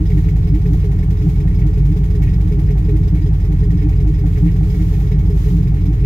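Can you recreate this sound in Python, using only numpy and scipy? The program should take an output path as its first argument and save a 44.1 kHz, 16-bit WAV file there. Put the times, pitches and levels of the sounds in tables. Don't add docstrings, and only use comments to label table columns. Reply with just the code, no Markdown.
import sys
import numpy as np
from scipy import signal
from scipy.fft import rfft, irfft, next_fast_len
from scipy.io import wavfile
from scipy.ndimage import uniform_filter1d, minimum_filter1d

SR = 44100
rng = np.random.default_rng(int(sys.argv[2]) if len(sys.argv) > 2 else 0)


def dump_mix(stems):
    frames = np.atleast_2d(stems).T
    limited = np.clip(frames, -1, 1)
    pcm = np.round(limited * 32767).astype(np.int16)
    wavfile.write(sys.argv[1], SR, pcm)


N = 267157
T = np.arange(N) / SR

# time_s, speed_rpm
SPEED = [(0.0, 660.4), (0.5, 639.2), (0.76, 653.0), (1.01, 638.0), (1.26, 647.7), (1.52, 637.7),
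         (2.02, 648.0), (3.54, 646.2), (4.04, 653.6), (4.29, 634.9), (4.54, 652.4), (5.3, 642.9),
         (5.56, 652.5), (6.06, 643.0)]

# start_s, length_s, level_db
SWELLS = [(0, 0.36, -53), (0.59, 0.35, -54.5), (1.164, 0.27, -51), (4.2, 0.43, -54), (4.577, 0.59, -49),
          (5.29, 0.37, -46.5)]
SWELL_RISE_S, SWELL_FALL_S, SWELL_FLOOR_DB = .12, .15, -72
# place_in_cycle (0-1), relative_level_db, decay_s of power
PUFFS = [(.17, 9, 0.03), (.3, 15, 0.012), (0.539, 18.5, 0.013), (.925, 19.8, 0.016)]
# time_s, relative_level_db
PUFF_DRIFT = [(0, -0.57), (.8, 0.23), (1.35, 1), (1.7, -0.97), (2.1, 1.5), (2.8, -0.32), (3.5, -0.7),
              (4.4, -0.21), (6.06, -0.12)]
# frequency_hz, relative_level_db per Hz
HISS = [(500, 0.5), (1200, 10), (2400, 2), (3500, 6), (4500, 1.5), (6800, -0.5), (7200, -4.5),
        (9000, -10.5), (11300, -1), (13500, -1.5), (16000, -2.5)]

# frequency_hz, relative_level_db per Hz
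WHIRR = [(200, -0.5), (480, 2), (660, -1), (810, 0.5), (950, -0.5), (1300, -2.5), (2000, -9.5),
         (2800, -13.5), (4200, -17), (6600, -21.5), (9000, -30.5), (12000, -24.5), (16000, -24)]
LULL_PLACE, LULL_WIDTH, LULL_DB = 0.853, 0.087, -2.5
# frequency_hz, relative_level_db per Hz
BLOCK = [(300, -19), (520, 1), (600, 8), (660, -6), (720, 12.5), (830, 11), (930, -4.5), (1500, 0),
         (3000, -31), (8000, -30)]
# place_in_cycle (0-1), relative_level_db, decay_s of power
TAPS = [(.54, -0.5, 0.012), (0.8, 4.5, 0.017), (1, 3, 0.0049), (.3, -3.5, 0.04)]
# place_in_cycle (0-1), relative_level_db, decay_s of power
PINGS = [(0.57, 6.1, 0.0074), (0.3, 5, 0.015), (0.96, 1.1, 0.0043)]
# frequency_hz, width_hz, relative_level_db
METAL = [(3440, 57, 3.5), (3800, 93, 1.5), (4970, 40, 5.5), (5110, 74, -9), (5170, 30, 1), (5640, 160, -7)]
# place_in_cycle (0-1), relative_level_db, decay_s of power
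TICKS = [(.305, 0.44, 0.0028), (.55, 5.6, 0.0029), (.935, 1.8, 0.0061)]
TICK_SPREAD_DB, PING_SPREAD_DB, TAP_SPREAD_DB = 1.7, 1.8, 1.2
# time_s, relative_level_db
TICK_DRIFT = [(0, 3.5), (.2, 7.5), (.5, 0.5), (1.4, 1.5), (1.65, -3), (2.4, 3.5), (3.3, 0), (4.4, 2.5),
              (5.3, -6), (6.06, 5.5)]
# frequency_hz, width_hz, relative_level_db
COVERS = [(1882, 65, 4), (1998, 53, -4.5), (2094, 34, -4.5), (2230, 30, 2), (2270, 30, -2), (2484, 33, 1),
          (2825, 37, -5), (3150, 11, -3), (3920, 12, -3)]
COVERS_DB, COVERS_STEADY_DB = -50.5, -5.5
# time_s, level_db (on a scale where COVERS_DB is zero for the ticks)
CLACKS = [(0.171, -48), (0.2423, -52.5), (2.2237, -45), (3.8134, -45.5), (4.4704, -41), (5.111, -42)]
CLACK_RISE_S, CLACK_DECAY_S = .003, .01
STRAY_CLACK_DB, STRAY_RANGE_DB = -45, 3

# place_in_cycle (0-1), relative_level_db
KNOCKS = [(.5, -1.5), (0.1, -9.5), (.36, -11), (1, -14.5)]
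BULKHEAD_HZ, BULKHEAD_SAG_HZ, BULKHEAD_SAG_S = 396, 50, .022
BULKHEAD_RISE_S, BULKHEAD_DECAY_S = 0.0082, 0.035

# time_s, panel_peak_db, cab_mode_peak_db (before drone's trims)
DRONES = [(0.019, -21, -22), (0.178, -21.5, -17.5), (0.553, -18, -24.5), (1.262, -22, -16),
          (2.463, -25.5, -13.5), (2.947, -20, -38), (3.764, -22.5, -16), (3.862, -18.5, -26.5),
          (4.087, -20.5, -25), (4.458, -17, -10.5), (5.564, -23, -11), (5.899, -20.5, -35)]
ROUGH_CYLINDERS = [(.94, .4), (.32, .12)]
STIR_PANEL_DB, STIR_CAB_DB, STIR_SPREAD_DB, DRONE_GAP_S = -24.5, -20.5, 1.95, .07
PANEL_HZ, PANEL_SPREAD_HZ = 303, 4
PANEL_GLIDE_HZ, PANEL_GLIDE_S = 38, .03

# frequency_hz, relative_level_db per Hz
SHAKE = [(8, -21), (36, -17), (48, 1), (70, -6), (100, -3), (135, 1), (180, -1), (194, -18), (235, -25),
         (302, -12.5), (368, -28), (412, -20), (490, -45), (900, -66), (3000, -110)]

CYLINDERS_DB = [-5.1, -7.2, -4.8, -3.2, -4.1, -2.5, -8.8, -9.3]
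FIRST_FIRING = .093
# crank_order, rms_db (before boom's trim)
STRONG_ORDERS = [(2.5, -32), (4, -25.1), (4.5, -17.6), (5, -22.4), (5.5, -21.5), (8, -21.1), (8.5, -30.1),
                 (9.5, -26)]
# frequency_hz, rms_db of each (before the same trim)
WEAK_ORDERS = [(32, -48), (38, -64), (72, -32.5), (85, -61), (116, -30.5), (126, -40), (143, -28),
               (172, -38.5), (185, -40.5)]
# frequency_hz, width_hz, relative_level_db
CAB = [(40.5, 3.1, -8.4), (53.9, 9.5, -15.2), (73.6, 3.0, -5.1), (105.2, 3.0, -3.4), (126.4, 3.1, -12.8),
       (148.6, 3.0, -3.2)]

# frequency_hz, likeness (held within 0-1)
LIKENESS = [(560, 0.5), (600, 1.2), (1000, 0.58), (1900, 0.81), (2600, 0.22), (5000, 0.21), (5600, 0)]
# frequency_hz, left_minus_right_db
TILT = [(40, -.9), (90, -.3), (170, -.2), (350, -1.3), (1400, -1), (2000, -4.5), (2250, -6), (2600, -1.5),
        (5000, -4), (6500, -10), (8900, -15), (11000, -6.5), (15000, -2.5)]
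# frequency_hz, lag_ms
PORT_LAG = [(40, .3), (150, .26), (430, .11), (600, .3), (880, .24), (1000, .36), (1400, .385),
            (16000, .39)]
LIMITER_CEILING, LIMITER_S = .78, .008
EDGE_HZ = 15830


def amp(db):
    return 10 ** (np.asarray(db) / 20)


def unit(x):
    return x / np.sqrt(np.mean(x ** 2) + 1e-20)


def curve(rows):
    return np.interp(T, *np.transpose(rows))


def read(points, hz):
    f, value = np.transpose(points)
    return np.interp(np.log(hz + 1), np.log(f + 1), value)


def wander(rate_hz):
    size = 2 ** 19
    lowpass = 1 / (1 + (np.fft.rfftfreq(size, 1 / SR) / rate_hz) ** 4)
    return unit(irfft(rfft(rng.standard_normal(size)) * lowpass)[:N])


def causal(points, size=32768):
    log_gain = np.log(amp(read(points, abs(np.fft.fftfreq(size, 1 / SR)))))
    spectrum = np.exp(np.conj(signal.hilbert(log_gain)))
    return np.fft.ifft(spectrum).real[:size // 2]


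def ringing(modes, size=8192):
    t = np.arange(size) / SR
    out = np.zeros(size)
    for hz, width, db in modes:
        out += amp(db) * width * np.exp(-np.pi * width * t) * np.sin(2 * np.pi * hz * t)
    return out


def through(x, response):
    return unit(signal.fftconvolve(np.atleast_2d(x), response[None], axes=1)[:, :N])


def times_of(cycle, place):
    return np.interp(np.arange(place % 1, cycle[-1], 1), cycle, T)


def bursts(times, levels_db, decay_s, rise_s):
    power = np.zeros(N)
    t = np.arange(SR // 4) / SR
    shape = (1 - np.exp(-t / rise_s)) ** 2 * np.exp(-t / decay_s)
    for s, db in zip(times, levels_db):
        part = power[max(round(s * SR), 0):][:len(t)]
        part += amp(db) ** 2 * shape[:len(part)] / shape.max()
    return power


def each_cycle(cycle, rows, spread_db, rise_s):
    power = np.zeros(N)
    for place, db, decay_s in rows:
        levels_db = db + spread_db * rng.standard_normal(size=64)
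        power += bursts(times_of(cycle, place), levels_db, decay_s, rise_s)
    return power


def grit(power, grain_db):
    grains_db = grain_db * np.repeat(rng.standard_normal(N // 32 + 1), 32)[:N]
    return np.sqrt(power) * amp(grains_db) * rng.standard_normal((2, N))


def swelling():
    gain = np.full(N, amp(SWELL_FLOOR_DB))
    for s, length, db in SWELLS:
        rise = np.clip((T - s) / SWELL_RISE_S, 0, 1)
        fall = np.clip((s + length - T) / SWELL_FALL_S, 0, 1)
        gain += amp(db) * rise * fall
    return gain


def hiss(cycle):
    gusts = each_cycle(cycle, PUFFS, spread_db=1.1, rise_s=.005)
    puffs = grit(gusts, grain_db=2.5) * amp(curve(PUFF_DRIFT))
    colour = causal(HISS)
    smooth = through(rng.standard_normal((2, N)), colour)
    return amp(-53.5) * through(puffs, colour) + swelling() * smooth


def lull(cycle):
    away = (cycle - LULL_PLACE + .5) % 1 - .5
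    return amp(LULL_DB * np.exp(-(away / LULL_WIDTH) ** 2)) ** 2


def clacks(count=16):
    place, size = rng.random((count, 2)).T
    stray_s = (np.arange(count) + place) * T[-1] / count
    strays = np.transpose([stray_s, STRAY_CLACK_DB - STRAY_RANGE_DB * size])
    return np.vstack([CLACKS, strays])


def valve_covers(cycle, count=3):
    s, db = clacks().T
    clacking = bursts(s, db - COVERS_DB, CLACK_DECAY_S, CLACK_RISE_S)
    rattle = amp(COVERS_STEADY_DB) ** 2 * lull(cycle)
    drift = amp(curve(TICK_DRIFT)) ** 2
    out = np.zeros((2, N))
    for modes in np.array_split(COVERS, count):
        ticking = drift * each_cycle(cycle, TICKS, spread_db=TICK_SPREAD_DB, rise_s=0.00049)
        drive = grit(ticking + clacking + rattle, grain_db=3)
        out += signal.oaconvolve(drive, ringing(modes)[None], axes=1)[:, :N]
    return unit(out)


def clatter(cycle):
    covers = valve_covers(cycle)
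    pinging = each_cycle(cycle, PINGS, spread_db=PING_SPREAD_DB, rise_s=0.0014)
    pings = through(grit(pinging, grain_db=2.5), ringing(METAL))
    tapping = each_cycle(cycle, TAPS, spread_db=TAP_SPREAD_DB, rise_s=0.0008)
    block = through(grit(tapping, grain_db=2.5), causal(BLOCK))
    whirr = through(grit(lull(cycle), grain_db=1.0), causal(WHIRR))
    return amp(COVERS_DB) * covers + amp(-60) * pings + amp(-50.5) * block + amp(-46) * whirr


def knock(cycle, level_db=-38, spread_db=3.74):
    blows = np.zeros(N)
    for place, db in KNOCKS:
        at = (times_of(cycle, place) * SR).astype(int)
        blows[at] += amp(db + spread_db * rng.standard_normal(size=64))[:len(at)]
    t = T[:SR // 4]
    hz = BULKHEAD_HZ + BULKHEAD_SAG_HZ * np.exp(-t / BULKHEAD_SAG_S)
    envelope = (1 - np.exp(-t / BULKHEAD_RISE_S)) ** 2 * np.exp(-t / BULKHEAD_DECAY_S)
    ring = envelope * np.sin(2 * np.pi * np.cumsum(hz) / SR)
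    return amp(level_db) * through(blows, ring)[0]


def hard_burns(cycle):
    rows = list(DRONES)
    for place, chance in ROUGH_CYLINDERS:
        lucks, spreads = rng.random(size=64), rng.standard_normal(size=64)
        for s, luck, spread in zip(times_of(cycle, place), lucks, spreads):
            gap_s = min(abs(s - row[0]) for row in DRONES)
            if luck < chance and gap_s > DRONE_GAP_S:
                extra_db = STIR_SPREAD_DB * spread
                rows.append((s, STIR_PANEL_DB + extra_db, STIR_CAB_DB + extra_db))
    return rows


def drone(cycle, width_s=0.017, low_width_s=0.0328, low_hz=168, panel_trim_db=0.5, cab_trim_db=-1.0):
    out = np.zeros(N)
    for s, db, low_db in hard_burns(cycle):
        near = abs(T - s) < .15
        t = T[near] - s
        start = 2 * np.pi * rng.random(2)
        hz = PANEL_HZ + PANEL_SPREAD_HZ * rng.standard_normal()
        glide = PANEL_GLIDE_HZ * rng.random()
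        turns = (hz + .5 * glide * np.tanh(t / PANEL_GLIDE_S)) * t
        panel = np.sin(2 * np.pi * turns + start[0]) / np.cosh(t / width_s)
        cab = np.sin(2 * np.pi * low_hz * t + start[1]) / np.cosh(t / low_width_s)
        out[near] += amp(db + panel_trim_db) * panel + amp(low_db + cab_trim_db) * cab
    return out


def shake(cycle, count=16):
    kicks = np.zeros(N)
    at = np.flatnonzero(np.diff(np.floor(count * (cycle - FIRST_FIRING))) > 0)
    strength, slip = rng.standard_normal((len(at), 2)).T
    moved = at + (.002 * SR * slip).astype(int)
    kicks[np.clip(moved, 0, N - 1)] = np.tanh(2 * strength)
    return amp(-19.0) * through(kicks, causal(SHAKE))[0]


def order_levels(orders, crank_hz):
    strong = {round(2 * order): db for order, db in STRONG_ORDERS}
    levels = [strong.get(round(2 * order), read(WEAK_ORDERS, order * crank_hz)) for order in orders]
    return np.array(levels)


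def boom(cycle, count=34, trim_db=0.05):
    multiple = np.arange(round(2 * STRONG_ORDERS[0][0]), count + 1)
    cycle_hz = cycle[-1] / T[-1]
    levels_db = order_levels(multiple / 2, 2 * cycle_hz)
    hz = multiple * cycle_hz
    places = FIRST_FIRING + np.arange(len(CYLINDERS_DB)) / len(CYLINDERS_DB)
    firings = np.exp(-2j * np.pi * np.outer(multiple, places)) @ amp(CYLINDERS_DB)
    cab = sum(amp(db) / (1 + 1j * (hz ** 2 - f ** 2) / (hz * width)) for f, width, db in CAB)
    lags = np.angle(-firings * cab)
    turns = cycle + .0009 * wander(rate_hz=9)
    out = np.zeros(N)
    for k, db, lag in zip(multiple, levels_db, lags):
        out += np.sqrt(2) * amp(db) * np.cos(2 * np.pi * k * turns + lag)
    return amp(trim_db) * out


def ports(direct, diffuse):
    size = next_fast_len(N + 1000)
    hz = np.fft.rfftfreq(size, 1 / SR)
    low, (a, b) = rfft(direct, size), rfft(diffuse, size)
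    same = np.clip(read(LIKENESS, hz), 0, 1)
    tilt = amp(read(TILT, hz) / 2)
    lag = np.exp(-2j * np.pi * hz * read(PORT_LAG, hz) / 1000)
    left = low + a
    right = (low + same * a + np.sqrt(1 - same ** 2) * b) * lag
    return irfft(np.array([left * tilt, right / tilt]), size)[:, :N]


def scene():
    cycle = np.cumsum(curve(SPEED)) / (120 * SR)
    low = boom(cycle) + shake(cycle) + drone(cycle) + knock(cycle)
    fade = signal.windows.tukey(N, .002)
    return ports(low * fade, clatter(cycle) + hiss(cycle))


def record(dry):
    size = round(LIMITER_S * SR)
    wanted = LIMITER_CEILING / np.maximum(abs(dry).max(0), LIMITER_CEILING)
    gain = minimum_filter1d(wanted, 2 * size)
    limited = dry * uniform_filter1d(uniform_filter1d(gain, size), size)
    band = signal.firwin(511, EDGE_HZ, window=("kaiser", 9), fs=SR)
    return signal.oaconvolve(limited, band[None], "same")


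dry = scene()
out = record(dry)
dump_mix(out)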